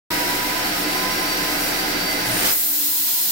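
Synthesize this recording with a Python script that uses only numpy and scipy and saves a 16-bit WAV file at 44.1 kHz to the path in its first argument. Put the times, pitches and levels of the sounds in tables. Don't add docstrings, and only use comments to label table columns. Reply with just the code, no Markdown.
import sys
import numpy as np
from scipy import signal
from scipy.fft import rfft, irfft, next_fast_len
from scipy.io import wavfile
from scipy.ndimage import map_coordinates

SR = 44100
rng = np.random.default_rng(int(sys.argv[2]) if len(sys.argv) > 2 else 0)


def put_to_file(sound):
    columns = np.atleast_2d(sound).T
    safe = np.clip(columns, -1, 1)
    whole_steps = np.round(safe * 32767)
    wavfile.write(sys.argv[1], SR, whole_steps.astype(np.int16))


N = 145971
TIME_S = np.arange(N) / SR


def amp(db):
    return 10 ** (np.asarray(db) / 20)


def along(points, hz):
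    point_hz, *columns = np.transpose(points)
    return np.array([np.interp(np.log(hz + 1), np.log(point_hz + 1), c) for c in columns])


def curves(rows):
    row_s, *columns = np.transpose(rows)
    return np.array([np.interp(TIME_S, row_s, c) for c in columns])


def wobble(knots_per_s):
    knots = rng.standard_normal(N // 8)
    return map_coordinates(knots, [TIME_S * knots_per_s], order=3, mode="wrap")


def rush(spectrum, resonances=()):
    # frequency in Hz, left-right correlation.
    alike = [(30, 0.94), (125, 1), (260, 1), (500, 0.49), (1000, 0.31), (2000, 0.14), (4000, 0)]
    lead_s = 0.000241
    size = next_fast_len(N + 8192)
    hz = np.fft.rfftfreq(size, 1 / SR)

    turn = np.arccos(np.clip(along(alike, hz)[0], -1, 1)) / 2
    mid, side = rfft(rng.standard_normal((2, size))) * [np.cos(turn), np.sin(turn)]

    db = along(spectrum, hz)
    for centre_hz, width_hz, left_db, right_db in resonances:
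        bump = 2 ** -((2 * (hz - centre_hz) / width_hz) ** 2)
        db = db + np.outer([left_db, right_db], bump)
    lead = np.exp(1j * np.pi * lead_s * np.outer([1, -1], hz))
    sides = np.array([mid + side, mid - side]) * lead * amp(db)
    return irfft(sides, size)[:, :N] * np.sqrt(SR / 2)


def tone(hz, rough, flutter_per_s, pan_db, drift_rad):
    carrier = np.exp(2j * np.pi * np.cumsum(hz) / SR)
    sides = []
    for _ in range(2):
        flutter = 1 + rough * (wobble(flutter_per_s) + 1j * wobble(flutter_per_s))
        sides.append(carrier * flutter * np.exp(1j * drift_rad * wobble(2.01)))
    pan = amp([[pan_db / 2], [-pan_db / 2]])
    return np.real(sides) / np.sqrt(.5 + rough ** 2) * pan


def shaft_hum(shaft_hz):
    # time in seconds, level in dB.
    order_2 = [(.11, -31.5), (.23, -35), (.32, -32.5), (.58, -32.5), (.66, -39.5), (.88, -41), (.98, -32),
               (1.42, -36.5), (1.58, -42.5), (2.6, -50), (2.84, -40), (2.92, -32), (3.1, -34.5),
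               (3.3, -27.5)]
    order_4 = [(.11, -46), (.2, -39), (.32, -53), (.85, -45), (1.1, -40), (1.6, -46.5), (2.1, -39),
               (2.45, -37.5), (3.3, -41)]
    low = tone(2 * shaft_hz, rough=0.39, flutter_per_s=25, pan_db=-2.5, drift_rad=0.18)
    high = tone(4 * shaft_hz, rough=0.82, flutter_per_s=20, pan_db=-11.5, drift_rad=0.42)
    return amp(curves(order_2)) * low + amp(curves(order_4)) * high


def fan_whine(shaft_hz):
    # blade count, octave level in dB re whine, octave left-right balance in dB.
    fans = [(9, -14, 8), (11, -8, 1)]
    # time in seconds, level in dB.
    level_9 = [(.11, -56), (.54, -44), (.66, -34.5), (.79, -40.5), (.92, -33.5), (1.06, -44), (1.3, -31),
               (1.43, -39.5), (1.75, -31.5), (1.87, -37), (2.13, -29.5), (2.3, -38.5), (2.6, -50),
               (3.3, -48)]
    level_11 = [(.11, -41), (.26, -38), (.45, -47), (.6, -40.5), (.9, -42), (1.05, -37), (1.35, -39),
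                (1.68, -40.5), (1.95, -44), (2.35, -40), (3.3, -48)]
    out = np.zeros((2, N))
    for (blades, octave_db, octave_pan_db), level in zip(fans, (level_9, level_11)):
        blade_hz = blades * shaft_hz
        whine = tone(blade_hz, rough=0.45, flutter_per_s=45, pan_db=2.0, drift_rad=.3)
        octave = tone(2 * blade_hz, rough=2.1, flutter_per_s=50, pan_db=octave_pan_db, drift_rad=.6)
        out += amp(curves(level)) * (whine + amp(octave_db) * octave)
    return out


def roar():
    # frequency in Hz, left and right density in dB per Hz.
    motor_roar = [(20, -78, -69), (75, -69, -72), (96, -67, -68.5), (207, -66.5, -65), (291, -63.5, -62),
                  (970, -62, -61), (1134, -67.5, -65.5), (1360, -61, -59.5), (2440, -62, -60),
                  (3500, -68, -64), (4840, -63, -63), (5420, -68, -62.5), (6120, -69.5, -71),
                  (9100, -84, -77), (16000, -97, -95)]
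    # centre in Hz, width at half the dB lift in Hz, left and right lift in dB.
    resonances = [(183.2, 28, 12, 12), (244.7, 16, 10, 11), (299.5, 31, 8.5, 10.5), (319.6, 17, 5.5, 9),
                  (368.8, 33, 6.5, 10.5), (452, 31, 2.5, 5.5), (509, 24.6, 7.5, 8.5), (645, 26, 9, 7.5),
                  (707.5, 25, 11.5, 2), (763.4, 39, 9.5, 7), (864, 28, 7.5, 6), (1013, 33, -6, 7),
                  (1260, 48, 5, 7.5), (1562, 184, 3.5, 5.5), (2026, 194, 0.5, 5.5), (3920, 160, 3.5, 4)]
    return amp(0.34 * wobble(9.2)) * rush(motor_roar, resonances)


def drone():
    # time in seconds, level in dB.
    drone_level = [(.11, -39), (1.2, -36.5), (2.2, -38), (2.6, -38.5), (2.82, -22.5), (2.9, -32),
                   (3.3, -37)]
    line = tone(np.full(N, 293.2), rough=0.19, flutter_per_s=16, pan_db=-2, drift_rad=0.14)
    return amp(curves(drone_level)) * line


def motor():
    # time in seconds, shaft speed in Hz.
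    speed = [(.11, 482), (.21, 484), (.58, 498), (.95, 506.5), (1.35, 511), (2.05, 511.5), (2.52, 513),
             (2.92, 494), (3.08, 491), (3.17, 483), (3.3, 477)]
    shaft_hz = curves(speed)[0] * (1 + 0.00034 * wobble(14))
    return shaft_hum(shaft_hz) + fan_whine(shaft_hz) + drone() + roar()


def open_jet():
    # frequency in Hz, left and right density in dB per Hz, before the gains below.
    hiss = [(1500, -81, -85), (4000, -56.5, -56), (6000, -55, -54.5), (7900, -51.5, -50),
            (9000, -47, -55.5), (10900, -49.5, -49.5), (12100, -44, -45), (15400, -40, -41),
            (21000, -39.5, -42.5)]
    funnel = [(500, -87, -81), (1200, -69, -64), (1630, -70, -61), (2480, -61, -56), (3500, -55, -50.5),
              (3850, -58, -50), (4220, -48, -46), (4560, -57, -54), (5100, -50, -46.5), (5600, -55, -52),
              (7150, -54, -52), (10100, -64, -56)]
    # time in seconds, gain in dB.
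    opening = [(2.1, -44), (2.33, -29), (2.44, -22), (2.465, -13.5), (2.5, -14), (2.535, -3), (2.6, -0.5),
               (2.8, 0.5), (3.05, 1.5), (3.3, 2.5)]
    facing = [(2.58, -5), (2.68, -4), (2.76, -3), (2.88, -0.5), (3.15, 0.5), (3.3, 1)]
    ringing = amp(curves(facing) + wobble(20)) * rush(funnel)
    return amp(curves(opening) + 0.43 * wobble(18)) * (rush(hiss) + ringing)


def fabric_fizz():
    # frequency in Hz, left and right density in dB per Hz, before the gain below.
    fizz = [(1000, -90, -88), (4900, -75.5, -85.5), (7700, -72.5, -70.5), (8400, -68.5, -80),
            (10300, -71, -74.5), (12500, -68, -71), (15700, -66.5, -70.5), (20000, -73, -78)]
    # time in seconds, gain in dB.
    fizz_level = [(.11, 2), (.38, 2), (.55, 0), (1.1, 0.5), (1.6, 2), (1.68, 3), (1.85, -0.5), (2.2, 0),
                  (2.4, 2), (2.6, -18)]
    flicker_db = 1.2 * wobble(30.26) + 0.46 * wobble(400)
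    return amp(curves(fizz_level) + flicker_db) * rush(fizz)


def hose_gulp():
    # frequency in Hz, left and right density at the peak in dB per Hz.
    gulp = [(40, -80, -85), (75, -65, -60), (107, -56, -54), (160, -64, -62), (400, -62, -72),
            (2000, -110, -110)]
    peak_s, length_s = 2.33, .1
    return np.exp(-((TIME_S - peak_s) / length_s) ** 2) * rush(gulp)


def wet_slurp():
    # frequency in Hz, left and right density at the peak in dB per Hz.
    slurp = [(100, -80, -80), (250, -76, -66), (699, -60, -57), (2000, -62, -54.5), (5000, -58, -58.5),
             (8900, -61, -63), (15000, -60, -62)]
    peak_s, rise_db_per_s, fall_db_per_s, flutter_db = 2.5, 80, 130, 1.5
    late_s = TIME_S - peak_s
    level_db = np.minimum(rise_db_per_s * late_s, -fall_db_per_s * late_s)
    return amp(level_db + flutter_db * wobble(250)) * rush(slurp)


def edge_whistle():
    # time in seconds, mean pitch in Hz, level in dB.
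    whistle = [(2.2, 9860, -70), (2.25, 9920, -41), (2.29, 9650, -37), (2.32, 9300, -33), (2.36, 8950, -33),
               (2.41, 8730, -33), (2.46, 8630, -35), (2.5, 8660, -28), (2.53, 8730, -65)]
    hz, db = curves(whistle)
    sounding = db > max(db[0], db[-1])
    jittered_hz = hz * (1 + 0.008 * wobble(300))
    line = tone(jittered_hz, rough=0.67, flutter_per_s=220, pan_db=9, drift_rad=.4)
    return sounding * amp(db) * line


def slot_pipe():
    peak_s, length_s, level_db = 2.505, 0.033, -26
    swell = np.exp(-((TIME_S - peak_s) / length_s) ** 2)
    line = tone(np.full(N, 5000), rough=1.3, flutter_per_s=380, pan_db=-6, drift_rad=.4)
    return amp(level_db) * swell * line


def pump():
    # frequency in Hz, mean rms level in dB.
    throb = [(29.7, -44.5), (59.5, -64.5), (119.5, -49.5)]
    out = np.zeros(N)
    for hz, db in throb:
        wave = np.sin(2 * np.pi * (hz * TIME_S + rng.random()))
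        out += np.sqrt(2) * amp(db + 0.64 * wobble(6.5)) * wave
    return out


def scene():
    nozzle = open_jet() + fabric_fizz() + hose_gulp() + wet_slurp()
    return motor() + nozzle + edge_whistle() + slot_pipe() + pump()


def record(dry):
    ceiling_db, detect_s = -15.5, 0.01
    start_s, rise_s = 0.1036, 0.0032
    keep = np.exp(-1 / (detect_s * SR))
    power = signal.lfilter([1 - keep], [1, -keep], np.mean(dry ** 2, axis=0))
    gain = np.minimum(1, amp(ceiling_db) / np.sqrt(power + 1e-12))
    gate = np.clip((TIME_S - start_s) / rise_s, 0, 1)
    lowpass = signal.firwin(401, 15830, fs=SR)
    return signal.fftconvolve(dry * gain * gate, lowpass[None], mode="same", axes=1)


dry = scene()
out = record(dry)
put_to_file(out)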